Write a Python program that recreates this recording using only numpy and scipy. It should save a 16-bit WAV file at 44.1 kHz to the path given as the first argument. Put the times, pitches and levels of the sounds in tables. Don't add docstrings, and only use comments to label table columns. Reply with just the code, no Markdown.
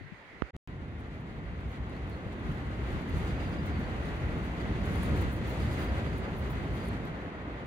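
import sys
import numpy as np
from scipy import signal
from scipy.fft import rfft, irfft, next_fast_len
from scipy.io import wavfile
from scipy.ndimage import uniform_filter1d

SR = 44100
rng = np.random.default_rng(int(sys.argv[2]) if len(sys.argv) > 2 else 0)


def store_pcm(level_fs):
    pcm = np.round(np.clip(level_fs, -1, 1) * 32767).astype(np.int16)
    wavfile.write(sys.argv[1], SR, np.atleast_2d(pcm).T)


def rack_gain(trim_db):
    fader = np.asarray(trim_db, float)
    return 10 ** (fader / 20)


N = 338015

# time_s, ports_db, trees_db
GALE_STRENGTH = [(0.68, -40, -54), (2.35, -39, -48), (3.09, -33.5, -46), (3.13, -32, -46),
                 (4.2, -37, -44.5), (4.24, -35, -44.5), (4.49, -36.5, -45), (5.19, -31, -42.5),
                 (5.35, -35, -45.5), (5.71, -31.5, -44), (5.75, -32, -44), (5.83, -34.5, -42.5),
                 (6.2, -33.5, -45.5), (6.26, -39.5, -42.5), (6.32, -35.5, -45), (7.0, -36.5, -45.5),
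                 (7.35, -46, -44.5), (7.66, -43.5, -46.5)]
# peak_s, lower_jet_db, upper_above_lower_db, length_s
AIR_SPURTS = [(1, -74, -6, 0.021), (1.7, -74.5, -2, 0.04), (2.11, -78, -3, 0.037), (2.33, -68, -6, 0.01),
              (2.524, -68, -2, 0.06), (2.926, -73, 2, 0.016), (3.085, -67, -2, 0.012),
              (3.176, -65, -8, 0.069), (3.277, -78, 7, 0.015), (3.666, -72, 7, 0.022),
              (4.066, -67.5, -6, 0.045), (4.16, -75, 3, 0.012), (6.767, -63, -4, 0.08),
              (4.448, -66, 1, 0.03), (4.615, -63, -8, 0.017), (4.858, -56, -10, 0.015),
              (4.96, -59.5, -7, 0.12), (5.05, -57.5, -6, 0.036), (5.171, -57, -1, 0.021),
              (5.215, -54, 0, 0.018), (5.337, -59, -1, 0.059), (5.495, -60, 1, 0.056),
              (5.626, -61, -4, 0.069), (5.73, -59, -6, 0.033), (5.81, -59.5, 0, 0.068),
              (6.181, -62, -4, 0.035), (6.395, -65, 0, 0.058), (6.513, -61.5, 3, 0.03),
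              (6.87, -60.5, -7.5, 0.04), (7.076, -62, -5.5, 0.0049)]


def evened(x):
    return x / np.sqrt(np.mean(x ** 2) + 1e-20)


def smooth(x, *sizes):
    for size in sizes:
        x = uniform_filter1d(x, size=size, axis=0)
    return evened(x)


def read(points, hz):
    f, *columns = np.transpose(points)
    return [np.interp(np.log(hz + 1), np.log(f + 1), c) for c in columns]


def add(mix, s, sound):
    part = mix[..., round(s * SR):][..., :sound.shape[-1]]
    part += sound[..., :part.shape[-1]]


def coloured(x, db_of):
    size = next_fast_len(x.shape[-1])
    gain = rack_gain(db_of(np.fft.rfftfreq(size, 1 / SR)))
    return irfft(rfft(x, size) * gain, size)[..., :x.shape[-1]]


def resonate_twice(x, hz, width_hz):
    turn = np.exp(2j * np.pi * np.cumsum(hz * np.ones(len(x))) / SR)
    r = np.exp(-np.pi * width_hz / SR)
    for _ in range(2):
        x = 2 * (turn * signal.lfilter([1 - r], [1, -r], x / turn)).real
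    return evened(x)


def swells(t, rows):
    return sum((height * np.exp(-((t - s) / length) ** 2) for s, height, length in rows), 0 * t)


def wind_strength_db(t, strength, eddies, jets):
    # db_per_ports_db, db_per_trees_db
    follows = [
        (1.06, 0.1),
        (0.12, 1.0851),
        (0.29, 0.83),
        (0.81, 0.76),
    ]
    s, *winds = np.transpose(strength)
    db = np.array(follows) @ np.array([np.interp(t, s, c - c.mean()) for c in winds])
    db[0] += swells(t, eddies)
    db[3] += swells(t, [(s, 2.5, 1.08 * length) for s, _, _, length in jets])
    return db - 20 * np.log10(np.sqrt(np.mean(rack_gain(db) ** 2, axis=1, keepdims=True)))


def wind(strength, colour, ports, level_db, seconds, eddies, jets, patchy_db, gusty_db, lumpy_db):
    ranges_hz = [100, 600, 2300, 7000]
    frames, hz = int(seconds * SR) // 256 + 5, np.fft.rfftfreq(1024, 1 / SR)
    strength_db = wind_strength_db(np.arange(frames) * 256 / SR, strength, eddies, jets)

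    share = np.array([np.interp(np.log(hz + 1), np.log(ranges_hz), row) for row in np.eye(4)]).T
    share[:, 3] *= 1 + .15 * np.clip(np.log2(hz / 7000 + 1e-9), 0, 1)

    a, b, c, d, patches = rng.standard_normal((frames, 513, 5)).T
    patches = evened(uniform_filter1d(uniform_filter1d(patches, size=12, axis=0), size=10, axis=1))
    gusts = smooth(rng.standard_normal(frames), 8)
    lumps = smooth(rng.standard_normal(frames), 5)
    treble = (hz / (hz + 2500))[:, None]
    bass = (300 / (hz + 300))[:, None]
    field_db = share @ strength_db + patchy_db * patches
    field_db += gusty_db * treble * gusts + lumpy_db * bass * lumps

    like, lead, lean_db = read(ports, hz)
    like = np.clip(like, 0, 1)
    tone = 1 / np.sqrt(1 + like * np.cos(lead))
    left = a + 1j * b
    right = (like * np.exp(1j * lead))[:, None] * left + np.sqrt(1 - like ** 2)[:, None] * (c + 1j * d)
    z = np.array([left * rack_gain(lean_db / 2)[:, None], right * rack_gain(-lean_db / 2)[:, None]])
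    out = signal.istft(z * tone[:, None] * rack_gain(field_db), nperseg=1024, noverlap=768)[1][:, :N]
    out = coloured(out, lambda f: read(colour, f)[0])
    return rack_gain(level_db) * out / np.sqrt(np.mean(out.mean(axis=0) ** 2))


def calm_wind():
    # time_s, ports_db, trees_db
    strength = [(0, -61, -63.5), (.3, -63, -60), (.5, -61, -61.5)]
    # freq_hz, level_db (per Hz)
    colour = [(12, -47), (20, -8), (65, -1.5), (301, 0.5), (923, -7.5), (1090, -8.5), (1710, -7.5),
              (2200, -9.5), (3530, -21), (5080, -25), (16000, -64)]
    # freq_hz, likeness (0-1), right_lead_rad, left_over_right_db
    ports = [(60, .16, 0.11, 5), (290, 0.9, 0.33, 1.5), (700, 0.76, 0.38, -2), (1400, 0.1, 0.22, -4.5),
             (2400, .1, 0, -4), (4400, 0, 0.18, 8), (8000, .05, 0, 5.5), (15000, 0, 0.11, 27)]
    return wind(strength, colour, ports, -53.5, .6, [], [], patchy_db=1.2, gusty_db=.8, lumpy_db=1.2)


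def knocks(rows):
    out, t = np.zeros(N), np.arange(SR // 4) / SR
    for s, hz, db, t60, rise, sign in rows:
        decay = rack_gain(db - 60 * t / t60)
        onset = 1 - np.exp(-t / rise)
        add(out, s, np.sign(sign) * decay * onset * np.sin(2 * np.pi * hz * t))
    return out


def hand_bumps():
    # start_s, pitch_hz, level_db, t60_s, rise_s, sign
    rings = [(.008, 290, -34.5, 0.051, .002, 1), (.013, 105, -36, 0.17, 0.0034, -1),
             (.038, 144, -33, 0.16, .01, 1), (.1195, 184, -15.5, 0.032, 0.01, -1),
             (.13, 98, -32, 0.049, 0.0045, 1)]
    return np.array([knocks(rings), np.zeros(N)])


def water_drop():
    # start_s, pitch_hz, level_db, t60_s, rise_s, sign
    rings = [(.4208, 1266, -7.5, 0.0057, 0.00085, -1), (.4209, 2920, -20, 0.0037, 0.00027, 1),
             (.4209, 4800, -34, 0.0044, 0.00034, 1), (.4209, 7200, -49, 0.0017, 0.00025, 1),
             (.4216, 266, -1, 0.0051, 0.00034, 1), (.4187, 56, -16.5, 0.073, 0.0052, -1)]
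    return np.array([[rack_gain(-42)], [1]]) * knocks(rings)


def gale_wind():
    # freq_hz, level_db (per Hz)
    colour = [(25, -21), (31, -20.5), (42, -7), (60, -0.5), (184, -6.5), (310, -11), (480, -17),
              (1100, -26.5), (2540, -33.5), (4800, -44), (6400, -49), (9000, -60), (12000, -61.5),
              (16000, -71)]
    # freq_hz, likeness (0-1), right_lead_rad, left_over_right_db
    ports = [(60, .92, .08, 0), (260, .94, .2, -.4), (600, .77, .4, 0), (950, .45, .9, .5),
             (1290, .35, 2.2, 1.5), (1500, .58, 2.7, 1), (1800, .1, 1.2, 0), (2100, .28, 0, -.5),
             (2700, .2, -1.8, 0), (4300, .15, -3, -1.5), (4850, .2, -2.5, 4), (5600, .05, -3, 2),
             (8100, .05, -3, 5.5), (15000, 0, -3, 7)]
    # centre_s, buffeting_change_db, length_s
    eddies = [(1.686, 3, 0.033), (1.74, -6, 0.043), (1.815, 5.5, 0.018), (2.17, -2.5, .04),
              (2.263, 9, 0.0071), (2.492, 9, 0.031), (2.562, -4, .02), (2.958, 5, 0.02),
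              (3.02, -4.5, 0.032), (3.157, 0.5, 0.034), (4.367, 4, 0.053), (4.483, -1, .03),
              (5.114, 3.5, 0.024), (5.132, 5, .015), (5.172, 3, 0.019), (5.263, 5, 0.013), (5.4, 0.5, .03),
              (5.434, 4.5, 0.027), (5.54, -5.5, 0.036), (5.632, 5.5, 0.024), (5.76, -3.5, 0.054),
              (6.202, 0.5, 0.0075), (6.263, -5, 0.016), (6.322, 1, 0.053)]
    return wind(GALE_STRENGTH, colour, ports, -35, N / SR, eddies, AIR_SPURTS,
                patchy_db=0.5, gusty_db=1.66, lumpy_db=-0.57)


def low_thumps():
    # start_s, pitch_hz, level_db, t60_s, rise_s, sign
    rings = [(.5465, 74, -39, .25, .003, 1), (.6728, 140, -39, .05, .001, 1)]
    return knocks(rings)


def gale_db(s, column):
    table = np.transpose(GALE_STRENGTH)
    return np.interp(s, table[0], table[column] - table[column].mean())


def small_spurts():
    per_s, level_db, db_per_gale_db, length_s = 5.5, -71, 1.3, .016
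    gap, size, tilt, long = rng.random((80, 4)).T
    s = .8 + np.cumsum(.3 + 1.4 * gap) / per_s
    db = level_db + db_per_gale_db * gale_db(s, 1) + 9 * (size - .5)
    tilt_db = -5 + 12 * (tilt - .5)
    return np.transpose([s, db, tilt_db, length_s * (.7 + 0.55 * long)])[s < N / SR]


def spurts():
    wander, flutter = rng.standard_normal((N, 2)).T
    low_hz = 10500 + 500 * smooth(wander, 1500, 1500)
    modes = ((low_hz, 3200), (15000, 2600))
    jets = [resonate_twice(rng.standard_normal(N), hz, width) for hz, width in modes * 2]
    flow = np.zeros((2, N))
    for s, low_db, tilt_db, length in [*AIR_SPURTS, *small_spurts()]:
        u = np.arange(-2, 2, 1 / (SR * length))
        shape = np.exp(-(u / np.where(u < 0, .35, .75)) ** 2)
        mode_db = np.array([[low_db - 5.0], [low_db + tilt_db - 4.5]])
        add(flow, s - 2.14 * length, rack_gain(mode_db) * shape)
    flow *= rack_gain(3.9 * smooth(flutter, 150))
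    left = flow[0] * jets[0] + flow[1] * jets[1]
    right = flow[0] * jets[2] + .4 * flow[1] * jets[3]
    return np.array([left, rack_gain(-10) * right])


def grit():
    # start_s, peak_db, centre_hz
    grains = [(1.8953, -59, 9950), (2.467, -60, 10100), (3.6593, -57, 13700), (4.9344, -50, 10900),
              (5.0312, -39, 9790), (5.0936, -52, 10600), (5.4727, -53, 10600), (5.6314, -52, 8780),
              (5.7925, -47, 12300), (6.1806, -48, 12100), (6.3662, -53, 11500), (6.5044, -54, 10700),
              (6.8855, -43, 9470), (7.0526, -52, 12100)]
    decay_s, rise_s, width_hz = 0.0027, .0007, 3500
    out, t = np.zeros((2, N)), np.arange(600) / SR
    shape = np.minimum(t / rise_s, 1) * np.exp(-t / decay_s)
    for s, db, hz in grains:
        hiss = resonate_twice(rng.standard_normal(600), hz, width_hz)
        port_db = db - 3.5 + np.array([[0], [-14]])
        add(out, s, rack_gain(port_db) * hiss * shape)
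    return out


def whistles():
    # start_s, length_s, start_hz, end_hz
    glides = [(1.93, .035, 4290, 4300), (1.955, .03, 4280, 4620), (2.105, .06, 4300, 4340),
              (6.06, .05, 4700, 4760), (5.7, .05, 4700, 4740), (3.285, .04, 4720, 4940),
              (3.35, .035, 4720, 4940), (3.39, .04, 4950, 4760), (3.44, .06, 4760, 4650),
              (3.52, .035, 4900, 4900), (3.52, .03, 4540, 4530), (3.57, .05, 4860, 4800),
              (3.69, .04, 4880, 4900), (3.7, .09, 4560, 4530), (3.82, .05, 4520, 4600),
              (3.83, .03, 4340, 4340), (4.59, .04, 4650, 4750), (5.59, .05, 4970, 5020),
              (5.59, .06, 4700, 4780), (5.62, .05, 4350, 4350), (5.66, .03, 4720, 4900),
              (5.7, .05, 4800, 5000), (5.78, .03, 4800, 4780), (5.81, .05, 4740, 4960),
              (5.86, .06, 4820, 4700), (6.12, .035, 4650, 4760), (6.235, .025, 4780, 4780),
              (6.775, .075, 4800, 4580), (6.84, .04, 4680, 4350), (6.865, .055, 4330, 4280)]
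    out = np.zeros((2, N))
    for s, length, start_hz, end_hz in glides:
        db, lean_db = -68, -8.5
        if start_hz >= 4470:
            db += 1.5 + 1.1 * gale_db(s, 2) + 11 * (start_hz - 4780) / 1000
            lean_db = 8
        hz = np.linspace(start_hz, end_hz, round(length * SR))
        waver, breath = rng.standard_normal((6000, 2))[:len(hz)].T
        hz = hz + 25 * smooth(waver, 300)
        skirt = resonate_twice(breath, hz, 320)
        tone = np.sqrt(2) * np.sin(2 * np.pi * np.cumsum(hz) / SR) * .75 + .95 * skirt
        port_db = db + np.array([[lean_db], [-lean_db]]) / 2
        add(out, s, rack_gain(port_db) * tone * signal.windows.tukey(len(hz), .6))
    return out


def scene():
    join = round(.52 * SR)
    air = np.concatenate([calm_wind()[:, :join], gale_wind()[:, join:]], axis=1)
    return air + hand_bumps() + water_drop() + low_thumps() + spurts() + grit() + whistles()


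def microphone_db(hz):
    # centre_hz, width_hz, gain_db
    cavity = [(60.4, 28, 3), (2003, 420, 6), (5380, 1030, -7.5), (10200, 1100, 3), (13900, 800, -3.5),
              (15200, 1000, 6.5)]
    return sum(db / (1 + (2 * (hz - f) / width) ** 2) for f, width, db in cavity) - 90 * (hz > 15780)


def starved(x):
    # freq_hz, share_left (0-1), share_right (0-1)
    dropouts = [(4500, 0, 0), (5300, .005, .05), (6500, 0, .02), (11000, .01, .1), (13000, .07, .2),
                (14000, .2, .6), (14700, .02, .25), (16000, 0, .5)]
    hz, t, z = signal.stft(x, SR, nperseg=1024, noverlap=768)
    draw = rng.random((len(t) // 7 + 1, 65, 2)).T
    draw = draw.repeat(8, axis=1).repeat(7, axis=2)[:, :513, :len(t)]
    loud = uniform_filter1d(np.mean(abs(z[1]) ** 2, axis=0), size=60)
    need = np.array([np.ones(len(t)), np.clip(1.5 * loud / loud.mean(), .15, 1.3)])
    kept = draw > np.array(read(dropouts, hz))[:, :, None] * need[:, None]
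    return signal.istft(z * np.where(kept, 1, .03), SR, nperseg=1024, noverlap=768)[1][:, :N]


def low_pass(x):
    return signal.sosfilt(signal.butter(12, 16830, fs=SR, output="sos"), x)


def record(dry):
    # time_s, gain
    cut = [(0, 1), (.5065, 1), (.5085, 0), (.531, 0), (.555, 1), (.56514, 1), (.56516, 0), (.67484, 0),
           (.67486, 1), (8, 1)]
    s, gain = np.transpose(cut)
    camera = starved(coloured(dry, microphone_db))
    mix = camera * np.interp(np.arange(N) / SR, s, gain)
    return low_pass(mix)


dry = scene()
out = record(dry)
store_pcm(out)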